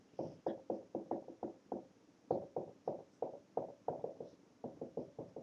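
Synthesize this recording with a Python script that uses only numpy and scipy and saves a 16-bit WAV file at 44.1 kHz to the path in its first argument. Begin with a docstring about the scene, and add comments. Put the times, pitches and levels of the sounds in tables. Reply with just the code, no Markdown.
"""A dry-erase marker taps and writes on a large whiteboard in a lecture room.
Each touch is a short knock plus a panel ring of decaying sines and noise; the modes shift along the line.
Delayed copies and a noise tail give the echoes, the far wall's return and the room.
The felt slides with low rumble and faint hiss (shaped noise); at times it squeaks (unsteady harmonics).
Behind it: steady low room rumble, as of ventilation, hiss and a thin whine."""
import sys
import numpy as np
from scipy import signal
from scipy.fft import rfft, irfft
from scipy.io import wavfile

SR = 44100
rng = np.random.default_rng(int(sys.argv[2]) if len(sys.argv) > 2 else 0)


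def master_out(mix):
    """Clip the mix to full scale and print it as 16-bit PCM to the path in sys.argv[1]."""
    frames = np.transpose(np.atleast_2d(mix))
    ceiling = np.clip(frames, -1, 1)
    pcm = np.round(ceiling * 32767).astype(np.int16)
    wavfile.write(sys.argv[1], SR, pcm)


N = 239259
TIME_S = np.arange(N) / SR
AGE_S = np.arange(SR // 3) / SR  # time since a touch

# touches of the tip: start_s, knock_db, hardness_db_per_octave, hand_weight_db
TAPS = [(0.1887, -38, 0.5, -55), (0.244, -52.5, -12, -56), (0.4634, -33.5, 1.5, -58.5),
        (0.698, -33.5, -3, -65.5), (0.9468, -37, -2, -62), (1.1102, -34, 8.5, -64),
        (1.2804, -47.5, -5.5, -80), (1.4274, -38, 4.5, -63), (1.7174, -36, 5, -65),
        (2.3059, -29, -0.5, -49), (2.5628, -34.5, -1, -55), (2.875, -33, 1, -56), (3.222, -33, -1, -63.5),
        (3.571, -31, 2, -56), (3.881, -32, 7.5, -54.5), (4.0396, -35, -8, -66), (4.203, -41.5, -12.5, -64),
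        (4.6383, -43, 6, -58.5), (4.8129, -42.5, -9.5, -61), (4.9707, -38.5, -10, -56.5),
        (5.1852, -43.5, -4.5, -55.5), (5.3621, -45, -8.5, -63.5)]
# tip's way along the line: time_s, place_cm
PEN_PATH = [(0, 0), (.2, 0), (1.1, 9), (1.45, 11), (1.7, 15), (2.3, 26), (2.55, 27), (3.55, 36), (4.2, 40),
            (4.65, 44), (5.4, 50)]
# short knock of the spot under the tip: resonance_hz, relative_db, crest_s, swell_tightness
KNOCK_MODES = [(177, -22.5, 0.0037, 1.2), (486, 7.5, 0.00433, 2.14), (742.8, 2.5, 0.004124, 2.07),
               (929, -9, 0.00432, 2.4), (1050, -30.5, .005, 12), (1360, -33, .003, 2.2)]
# panel modes: mode_hz, relative_db, ring_time_factor, best_place_cm, swing_with_place_db
PANEL_MODES = [(199.2, -7.5, 0.99, 88, 2), (220.8, -6.5, 0.82, 78.7, 7.5), (247.1, -2, 1, 65.2, 6),
               (291.6, -7.5, 0.54, 67.5, 5), (322, 2, 0.65, 66.2, 3.5), (334, 4, 0.88, 0.5, 4.5),
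               (356.9, -5, 0.96, 21.1, 6.5), (392.3, -3.5, 1.3, 38.8, 3), (411, -7, 1.1, 16, 9.5),
               (430.7, -9, 0.72, 19, -5.5), (473.6, -3.5, 0.42, 44.3, 5.5), (498, -8, 1.2, 33.3, 3),
               (525, -7, 2.2, 38.6, -1), (536.7, 2, 0.88, 38.8, 0), (562.8, 2, 0.71, 39.5, 0.2),
               (576.8, -4, 1.4, 39.2, 4.5), (619.3, -2, 0.53, 38, -1.5), (638.4, -2, 0.81, 35.2, 5),
               (650, -10.5, 0.97, 43.3, 13.5), (694, -16, 0.68, 33.5, 5.5), (766.4, -15, 0.62, 23, 12.5),
               (834, -22.5, 0.81, 16, 1.5), (854, -16.5, 1, 21, 1.5), (867, -24.5, 1.4, 32.5, 1.5),
               (960, -26.5, 0.67, 28.5, 9)]
# dense small panel modes: freq_hz, relative_db_per_hz
WASH_SPECTRUM = [(25, -52.5), (60, -22), (170, -10), (250, 5), (420, -1), (580, 6), (700, -7.5), (820, -8),
                 (950, -9), (1150, -23), (1600, -45.5), (2500, -38), (6000, -73)]
# board's answer along the line: place_cm, ring_offset_db, bass_half_db (applied doubled), far_wall_db
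BOARD_SPOTS = [(0, 2, -2, -21), (9, 2.5, 6, -25.5), (15, 2, 11, -29.5), (26.9, -1, 2, -19),
               (33.7, -1, -5, -17), (39.6, -3.5, -2, -23), (44.4, 1.5, 5.5, -28), (49.8, 0, -2, -33)]
# whole panel giving way under the hand: mode_hz, relative_db, t60_s
PUSH_MODES = [(64, -17, 0.23), (87, -13.5, 0.34), (111.8, -3, 0.16), (134.5, -3.5, 0.21),
              (152.5, 2.5, 0.13), (177.5, -1, 0.21)]
# return of the low thud: delay_s, gain_db
PUSH_ECHO = (0.09, -10)
# knock returned by frame, floor and walls: delay_s, gain_db
KNOCK_ECHOES = [(.0072, -15), (.0185, -27), (.032, -20), (.0435, -17.5), (.049, -13.5), (.0665, -18.5),
                (.076, -23)]
# return from far wall and its corners: delay_s, gain_db (added to far_wall_db)
FAR_WALL = [(0.1115, 0.5), (0.119, -5.5), (0.128, -1.5)]
# room's late tail: freq_hz, relative_db_per_hz
ROOM_SPECTRUM = [(80, -33), (250, -4.5), (380, -1.5), (480, -4), (590, 8.5), (700, 2), (820, -5),
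                 (1000, -13.5), (3000, -36)]
# stick-slip squeaks: start_s, length_s, pitch_hz, level_db, second_harmonic_db
SQUEAKS = [(0.459, 0.031, 1720, -65, -14), (0.475, 0.047, 1714, -63, 0), (1.11, 0.048, 1860, -74, -13),
           (1.433, 0.028, 1436, -76, -11), (2.872, .025, 1803, -78.5, -3), (3.882, 0.018, 1550, -72, -21)]
# quick hissing strokes: start_s, length_s, centre_hz, crest_level_db
STROKES = [(0, 0.49, 2780, -82.5), (0.117, 0.27, 5360, -74.5), (0.465, 0.023, 5170, -70.5),
           (0.713, 0.09, 5400, -81.5), (2.296, 0.088, 4300, -76.5), (2.824, 0.11, 5300, -81.5),
           (3.101, .1, 5700, -82), (3.105, .09, 7900, -90), (4.225, 0.15, 3940, -81),
           (4.231, 0.14, 5500, -80), (4.964, 0.11, 5170, -83.5), (5.28, 0.041, 5400, -82)]
# low rumble of the room and of the sliding felt: freq_hz, relative_db_per_hz
RUMBLE_SPECTRUM = [(25, -46.5), (65, -19.5), (80, -23.5), (110, -7), (150, -12), (195, -2), (225, -7),
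                   (285, 1.5), (370, -11.5), (470, -8.5), (660, -18.5), (920, -22), (1500, -33.5),
                   (3000, -54.5)]
# steady background hiss: freq_hz, relative_db_per_hz
AIR_SPECTRUM = [(20, -12), (100, 9.5), (400, 13.5), (1000, 6), (2000, 1), (3000, -2), (4500, -4.5),
                (5600, 0.5), (6900, -4), (7500, -12.5), (9000, -19), (12000, -18.5)]

USUAL_KNOCK_DB, USUAL_WEIGHT_DB = -35, -60
# ring: louder under a strong knock and heavy hand, longer after a strong knock
RING_DB, RING_DB_PER_KNOCK_DB, RING_DB_PER_WEIGHT_DB = -46, 0.66, 0.25
RING_T60_S, T60_DOUBLING_DB = 0.2, 24  # t60 at the usual knock; knock rise that doubles it
FAR_RING_DB, FAR_TILT_DB_PER_OCTAVE = -4.5, -1  # far wall: weaker ring, knock tilted
SLIDE_S = 0.18  # slide from each touch
AIR_DB, WHINE_DB, WHINE_HZ = -74, -105, 8000
LOWPASS_HZ = 12000


def amp(db):
    """Decibels to gain."""
    return 10 ** (np.asarray(db) / 20)


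def unit(x):
    """Scales to rms one."""
    return x / np.sqrt(np.mean(x ** 2) + 1e-20)


def unit_start(x, span_s):
    """Scales a touch's sound to rms one over its first span_s."""
    return x / np.sqrt(np.mean(x[AGE_S < span_s] ** 2))


def add(mix, start_s, sound):
    """Mixes a sound in at start_s."""
    part = mix[max(round(start_s * SR), 0):][:len(sound)]
    part += sound[:len(part)]


def noise(spectrum, size):
    """Unit-rms noise through (Hz, dB) points, interpolated over log frequency."""
    hz, db = np.transpose(spectrum)
    freq_hz = np.fft.rfftfreq(size, 1 / SR)
    gain = amp(np.interp(np.log(freq_hz + 1), np.log(hz), db))
    return unit(irfft(rfft(rng.standard_normal(size)) * gain, size))


def band(centre_hz, sigma_hz, size):
    """Unit-rms noise in one Gaussian band."""
    freq_hz = np.fft.rfftfreq(size, 1 / SR)
    bell = np.exp(-.5 * ((freq_hz - centre_hz) / sigma_hz) ** 2)
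    return unit(irfft(rfft(rng.standard_normal(size)) * bell, size))


def dying(rise_s, hold_s, t60_s, span_s=0.34, steepening=1.65):
    """Swells, holds while waves cross the panel, then dies ever faster; rms one over span_s."""
    swell = 1 - np.exp(-(AGE_S / rise_s) ** 2)
    decay = amp(-60 * (np.hypot(AGE_S, hold_s) / t60_s) ** steepening)
    return unit_start(swell * decay, span_s)


def bass_lift(hz, bass_half_db, bass_hz=420):
    """Bass fullness in dB, fading towards the treble."""
    return bass_half_db * np.exp(-(hz / bass_hz) ** 2) * 2


def taps(wash_db=-12):
    """Each touch excites knock, tick, panel ring and low push; surfaces and room send them back."""
    out = np.zeros(N)
    places_cm, *answers = np.transpose(BOARD_SPOTS)
    push_delay_s, push_echo_db = PUSH_ECHO
    for start_s, knock_db, hardness_db, weight_db in TAPS:
        place_cm = np.interp(start_s, *np.transpose(PEN_PATH))
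        spot_db, bass_half_db, far_db = (np.interp(place_cm, places_cm, column) for column in answers)
        force_db = knock_db - USUAL_KNOCK_DB
        ring_db = RING_DB + spot_db + RING_DB_PER_KNOCK_DB * force_db
        ring_db += RING_DB_PER_WEIGHT_DB * (weight_db - USUAL_WEIGHT_DB)
        t60_s = RING_T60_S * 2 ** (force_db / T60_DOUBLING_DB)

        blow = amp(knock_db) * knock(hardness_db)
        modes = ring(place_cm, hardness_db, bass_half_db, t60_s)
        panel = modes + amp(wash_db) * wash(bass_half_db, t60_s)
        tap = blow + amp(ring_db) * panel
        thud = amp(weight_db) * push()
        add(out, start_s, tap + room(tap, t60_s) + thud)
        add(out, start_s, tick(knock_db, hardness_db))

        far_blow = amp(knock_db) * knock(hardness_db + FAR_TILT_DB_PER_OCTAVE)
        returned = far_blow + amp(ring_db + FAR_RING_DB) * panel
        for delay_s, gain_db in FAR_WALL:
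            add(out, start_s + delay_s, amp(far_db + gain_db) * returned)
        add(out, start_s + push_delay_s, amp(push_echo_db) * thud)
        for delay_s, gain_db in KNOCK_ECHOES:
            add(out, start_s + delay_s, amp(gain_db) * blow)
    return out


def knock(hardness_db, span_s=0.0061):
    """A few cycles of bending wave; a harder touch favours the higher resonances."""
    out = np.zeros(len(AGE_S))
    pivot_hz = KNOCK_MODES[1][0]
    for hz, db, crest_s, tightness in KNOCK_MODES:
        swell = (AGE_S / crest_s * np.exp(1 - AGE_S / crest_s)) ** tightness
        gain = amp(db + hardness_db * np.log2(hz / pivot_hz))
        out += gain * swell * np.cos(2 * np.pi * hz * (AGE_S - crest_s))
    return unit_start(out, span_s)


def tick(knock_db, hardness_db, offset_db=-39, centre_hz=1200, db_per_hardness=0.79):
    """The tip's own short noise band, louder with hardness."""
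    burst = band(centre_hz, 370, len(AGE_S))
    burst = burst * dying(rise_s=0.0052, hold_s=.004, t60_s=0.063, span_s=0.021)
    return amp(knock_db + offset_db + db_per_hardness * hardness_db) * burst


def ring(place_cm, hardness_db, bass_half_db, t60_s, wave_cm=65, ref_hz=400, tilt_share=0.24, span_s=0.083):
    """Panel modes, each as strong as its standing wave is under the tip."""
    out = np.zeros(len(AGE_S))
    for hz, db, time_factor, best_cm, swing_db in PANEL_MODES:
        wavelength_cm = wave_cm * np.sqrt(ref_hz / hz)  # bending waves: 1 / sqrt(frequency)
        angle = 2 * np.pi * (place_cm - best_cm) / wavelength_cm
        tilt_db = tilt_share * hardness_db * np.log2(hz / ref_hz)
        gain = amp(db + swing_db * np.cos(angle) + tilt_db + bass_lift(hz, bass_half_db))
        decay = dying(rise_s=0.011, hold_s=0.013, t60_s=t60_s * time_factor)
        out += gain * decay * np.sin(2 * np.pi * hz * AGE_S - angle)
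    return unit_start(out, span_s)


def wash(bass_half_db, t60_s):
    """Panel modes too dense to tell apart: shaped, dying noise."""
    colour = [(hz, db + bass_lift(hz, bass_half_db)) for hz, db in WASH_SPECTRUM]
    return noise(colour, len(AGE_S)) * dying(rise_s=0.0046, hold_s=0.03, t60_s=0.76 * t60_s)


def push(span_s=0.065):
    """The panel's lowest modes give way: a short soft thud."""
    out = np.zeros(len(AGE_S))
    for k, (hz, db, t60_s) in enumerate(PUSH_MODES):
        decay = dying(rise_s=0.0046, hold_s=0.032, t60_s=t60_s)
        phase = rng.normal(0, 1.0)
        out += (-1) ** k * amp(db) * decay * np.sin(2 * np.pi * hz * AGE_S + phase)
    return unit_start(out, span_s)


def room(tap, t60_s, late_db=-13, time_factor=0.73):
    """The room spreads each tap's colour into a late-building tail, strongest in the midrange."""
    decay = dying(rise_s=0.036, hold_s=0.018, t60_s=time_factor * t60_s, steepening=2.1)
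    tail = noise(ROOM_SPECTRUM, len(AGE_S)) * decay
    return amp(late_db) * np.std(tap) * unit(signal.fftconvolve(tap, tail)[:len(AGE_S)])


def squeaks(jitter=0.061, jitter_hz=260, rasp=0.87, rasp_hz=190, third_db=-15, echo_db=-10):
    """Felt sticks and slips at unsteady rate and strength: a rough tone, two overtones, short tail."""
    out = np.zeros(N)
    for start_s, length_s, hz, db, second_db in SQUEAKS:
        size = int(length_s * SR)
        rate_hz = hz * (1 + jitter * band(0, jitter_hz, size))
        phase = 2 * np.pi * np.cumsum(rate_hz) / SR
        grip = 1 + rasp * band(rasp_hz, rasp_hz / 2, size)
        overtones = np.sin(2 * phase) + amp(third_db) * np.sin(3 * phase)  # third_db is re the second
        tone = grip * np.sin(phase) + amp(second_db) * overtones
        add(out, start_s, amp(db) * unit(tone) * signal.windows.tukey(size, .6))
    tail = rng.standard_normal(len(AGE_S)) * dying(rise_s=0.0047, hold_s=.005, t60_s=0.11)
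    return out + amp(echo_db) * signal.fftconvolve(out, tail / np.linalg.norm(tail))[:N]


def strokes(sigma_hz=600, grain_db=2):
    """Felt fibres brush the gloss: grainy hiss, half-sine swell for the stroke's speed."""
    out = np.zeros(N)
    for start_s, length_s, hz, db in STROKES:
        size = int(length_s * SR)
        hiss = band(hz, sigma_hz, size) * amp(grain_db * band(0, 120, size))
        swell = np.sin(np.linspace(0, np.pi, size))
        add(out, start_s, amp(db) * unit(hiss) * swell)
    return out


def rumble(room_db=-68.5, slide_db=-13, uneven_db=2.5):
    """Uneven low room rumble, as of ventilation, plus felt rumble after each touch, more under a heavy hand."""
    level = np.full(N, amp(room_db))
    for start_s, _, _, weight_db in TAPS:
        add(level, start_s, amp(weight_db + slide_db) * np.hanning(int(SLIDE_S * SR)))
    return noise(RUMBLE_SPECTRUM, N) * level * amp(uneven_db * band(0, 38, N))


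def hiss_and_whine():
    """Steady shaped-noise hiss plus a faint electrical whine, one sine."""
    whine = np.sin(2 * np.pi * WHINE_HZ * TIME_S)
    return amp(AIR_DB) * noise(AIR_SPECTRUM, N) + amp(WHINE_DB) * whine


def scene():
    """Sums all sources to one channel."""
    return (taps() + squeaks() + strokes() + rumble() + hiss_and_whine())[None]


def record(dry):
    """Band limit: linear-phase lowpass."""
    lowpass = signal.firwin(511, LOWPASS_HZ, window=("kaiser", 9), fs=SR)
    return signal.oaconvolve(dry, lowpass[None], "same")


dry = scene()
out = record(dry)
master_out(out)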